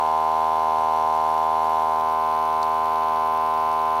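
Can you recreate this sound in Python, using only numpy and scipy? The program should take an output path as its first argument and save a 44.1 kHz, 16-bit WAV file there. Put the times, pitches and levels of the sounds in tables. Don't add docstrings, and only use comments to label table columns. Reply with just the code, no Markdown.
import sys
import numpy as np
from scipy import signal
from scipy.fft import rfft, irfft
from scipy.io import wavfile
from scipy.ndimage import uniform_filter1d

SR = 44100
rng = np.random.default_rng(int(sys.argv[2]) if len(sys.argv) > 2 else 0)


def log_audio(samples):
    frames = np.atleast_2d(samples).T
    limited = np.clip(frames, -1, 1)
    pcm = np.round(limited * 32767).astype(np.int16)
    wavfile.write(sys.argv[1], SR, pcm)


N = 176400

# time in seconds, strokes per second (one per turn of the shaft).
STROKE_RATE = [(0, 78.94), (0.4, 79.1), (1.2, 79.08), (1.6, 79.17), (2.1, 79.19), (2.8, 79.2), (3.3, 79.16),
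               (4, 79.24)]
TREBLE_HZ = 3400


def amp(db):
    return 10 ** (np.asarray(db) / 20)


def unit(x):
    return x / np.sqrt(np.mean(x ** 2) + 1e-20)


def curve(points):
    return np.interp(np.arange(N) / SR, *np.transpose(points))


def spectrum_at(freqs, values, hz):
    return np.interp(np.log(hz + 1), np.log(np.add(freqs, 1)), values)


def drift(hz):
    freqs = np.fft.rfftfreq(N, 1 / SR)
    return unit(irfft(rfft(rng.standard_normal(N)) * np.exp(-(freqs / hz) ** 2), N))


def bench_bumps(hz=110, rise_s=.018):
    # start in seconds, peak level in dB.
    nudges = [(0.766, -49), (2.009, -58), (2.065, -57)]
    out, t = np.zeros(N), np.arange(SR // 2) / SR
    note = t / rise_s * np.exp(1 - t / rise_s) * np.sin(2 * np.pi * hz * t)
    for start, db in nudges:
        add(out, start, amp(db) * note)
    return out


def add(mix, start, sound):
    part = mix[round(start * SR):][:len(sound)]
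    part += sound[:len(part)]


def click(snap_band_hz=(3400, 10500), snap_db=-2, snap_t60_s=.011):
    # start in seconds, level in dB.
    contacts = [(2.6275, -41), (2.6302, -29.5)]
    # frequency in Hz, level in dB relative to the contact, time to fall 60 dB in seconds.
    modes = [(3817, -13, .014), (4300, -2, 0.019), (4640, -5.5, .025), (5350, -6, .012), (8050, -17, .008)]
    out, t = np.zeros(N), np.arange(SR // 10) / SR
    band = signal.butter(3, snap_band_hz, "bandpass", fs=SR, output="sos")
    ring = sum(amp(db - 60 * t / t60) * np.sin(2 * np.pi * hz * t) for hz, db, t60 in modes)
    for start, level_db in contacts:
        burst = amp(snap_db - 60 * t / snap_t60_s) * rng.standard_normal(len(t))
        add(out, start, amp(level_db) * (ring + signal.sosfilt(band, burst)))
    return out


def reflections(x, count=24, longest_s=.012, echo_db=-4.5):
    taps, hz = np.zeros(N), np.fft.rfftfreq(N, 1 / SR)
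    delays = (rng.uniform(.05, 1, count) * longest_s * SR).astype(int)
    taps[delays] = rng.choice([-1., 1.], count) * amp(echo_db) / np.sqrt(count)
    treble = hz ** 2 / (hz ** 2 + TREBLE_HZ ** 2)
    comb = (1 + treble * rfft(taps)) / np.hypot(1, treble * amp(echo_db))
    return irfft(rfft(x) * comb, N)


def flicker(x, depth_db=1):
    hz, _, frames = signal.stft(x, SR, nperseg=1024)
    patches = uniform_filter1d(rng.standard_normal(frames.shape), size=5, axis=0)
    patches = unit(uniform_filter1d(patches, size=40, axis=1))
    treble = np.clip(hz / TREBLE_HZ - 1, 0, 1)[:, None]
    return signal.istft(frames * amp(depth_db * treble * patches), SR, nperseg=1024)[1][:N]


def rushing_air(turns, away, gain_db=.5, steady_flow=.6, scatter_db=2.5):
    # frequency in Hz, relative density in dB with the arm in front, then with it away.
    air_spectrum = [(20, -93, -95), (88, -91, -91), (108, -74.5, -73), (130, -87.5, -86), (298, -84.5, -84),
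                    (423, -79, -79), (800, -73, -76), (905, -63.5, -73), (1160, -81, -78), (1510, -79, -78),
                    (1880, -85, -86.5), (2800, -87, -88), (4050, -85, -86), (4450, -87.5, -85.5),
                    (5100, -94.5, -93), (5500, -89, -92.5), (6200, -88, -91.5), (6560, -95, -97),
                    (7500, -93.5, -99), (8900, -97.5, -96.5), (9700, -95, -90.5), (10400, -94, -98),
                    (10900, -91, -93), (11300, -101, -95.5), (11900, -91, -93.5), (13300, -96, -93.5),
                    (15700, -99, -95)]
    onset, rise, fade = .16, .072, .16
    age = (turns - onset) % 1
    puff = np.minimum(age / rise, 1) * np.exp(-np.maximum(age - rise, 0) / fade)
    flow = steady_flow + puff * amp(scatter_db * drift(STROKE_RATE[0][1]))
    freqs, front_db, away_db = np.transpose(air_spectrum)
    out, hz = np.zeros(N), np.fft.rfftfreq(N, 1 / SR)
    for db, power_share in ((front_db, 1 - away), (away_db, away)):
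        rush = reflections(unit(flow * rng.standard_normal(N)))
        out += np.sqrt(power_share) * irfft(rfft(rush) * amp(spectrum_at(freqs, db, hz)), N)
    return amp(gain_db) * np.sqrt(SR / 2) * flicker(out)


def stroke(ring_db, size=4096, floor_db=-80, buzz_scatter_db=2):
    # centre in Hz, width in Hz.
    resonances = [(376, 247), (950, 6)]
    # frequency in Hz, relative level of a buzz harmonic in dB.
    buzz_spectrum = [(3500, -66), (4500, -67), (5000, -77), (5500, -71), (6300, -82), (7500, -81)]
    hz = np.arange(size // 2 + 1) * np.mean(np.array(STROKE_RATE)[:, 1])
    buzz_from = len(ring_db) + 1
    db = np.r_[ring_db[0], ring_db, np.full(len(hz) - buzz_from, floor_db)]
    log_magnitude = np.log(amp(np.r_[db, db[-2:0:-1]]))
    lines = np.exp(np.conj(signal.hilbert(log_magnitude)))[:len(hz)]
    for centre, width in resonances:
        lines *= np.exp(-2j * np.arctan2(width / 2, centre - hz))
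    buzz_db = spectrum_at(*np.transpose(buzz_spectrum), hz)
    buzz = amp(buzz_db + buzz_scatter_db * rng.standard_normal(len(hz))) * (hz < buzz_spectrum[-1][0])
    lines[buzz_from:] = (buzz * np.exp(2j * np.pi * rng.random(len(hz))))[buzz_from:]
    lines[0] = 0
    return irfft(lines, size) * size / np.sqrt(2)


def pump_hum(turns, away, gain_db=-1.5, waver_db=.05, waver_hz=8.1):
    # multiple of the stroke rate, relative level in dB with the arm in front, then away.
    harmonics = [(1, -49.5, -50.5), (2, -57, -58.5), (3, -46.5, -46.5), (4, -52.5, -54.5), (5, -41, -40),
                 (6, -43, -44), (7, -40.5, -42), (8, -34, -36), (9, -29.5, -31), (10, -28, -31.5),
                 (11, -27, -28.5), (12, -26.5, -29.5), (13, -23.5, -22.5), (14, -59, -55), (15, -40, -37.5),
                 (16, -54.5, -49), (17, -46, -44), (18, -49, -50.5), (19, -50.5, -46), (20, -57, -51.5),
                 (21, -54.5, -62.5), (22, -57.5, -62), (23, -63.5, -58), (24, -64, -62.5), (25, -62, -60),
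                 (26, -66.5, -58), (27, -53, -57), (28, -57.5, -52), (29, -65.5, -54.5), (30, -59, -70),
                 (31, -63, -57), (32, -60, -58.5), (33, -64, -59), (34, -57, -52.5), (35, -71, -108),
                 (36, -64.5, -87), (37, -55.5, -54.5), (38, -58.5, -56), (39, -64, -65.5), (40, -71, -64.5),
                 (41, -87, -77), (42, -69, -62), (43, -57, -62), (44, -71, -69)]
    _, front_db, away_db = np.transpose(harmonics)
    shaded, clear = (np.interp(turns, np.arange(len(cycle)) / len(cycle), cycle, period=1)
                     for cycle in (stroke(front_db), stroke(away_db)))
    return amp(gain_db + waver_db * drift(waver_hz)) * ((1 - away) * shaded + away * clear)


def scene():
    # time in seconds, how far the arm is out of the way from 0 to 1.
    arm_path = [(1.8, 0), (2.08, 0.7), (2.28, 0.8), (2.7, 0.79), (3.6, 0.91)]
    start_turn, jitter_turns = .172, .0003
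    turns = start_turn + np.cumsum(curve(STROKE_RATE)) / SR + jitter_turns * drift(hz=22)
    away = curve(arm_path)
    return (pump_hum(turns, away) + rushing_air(turns, away) + bench_bumps() + click())[None]


def record(dry, cutoff_hz=15750):
    lowpass = signal.firwin(511, cutoff_hz, window=("kaiser", 9), fs=SR)
    return signal.oaconvolve(dry, lowpass[None], "same")


dry = scene()
out = record(dry)
log_audio(out)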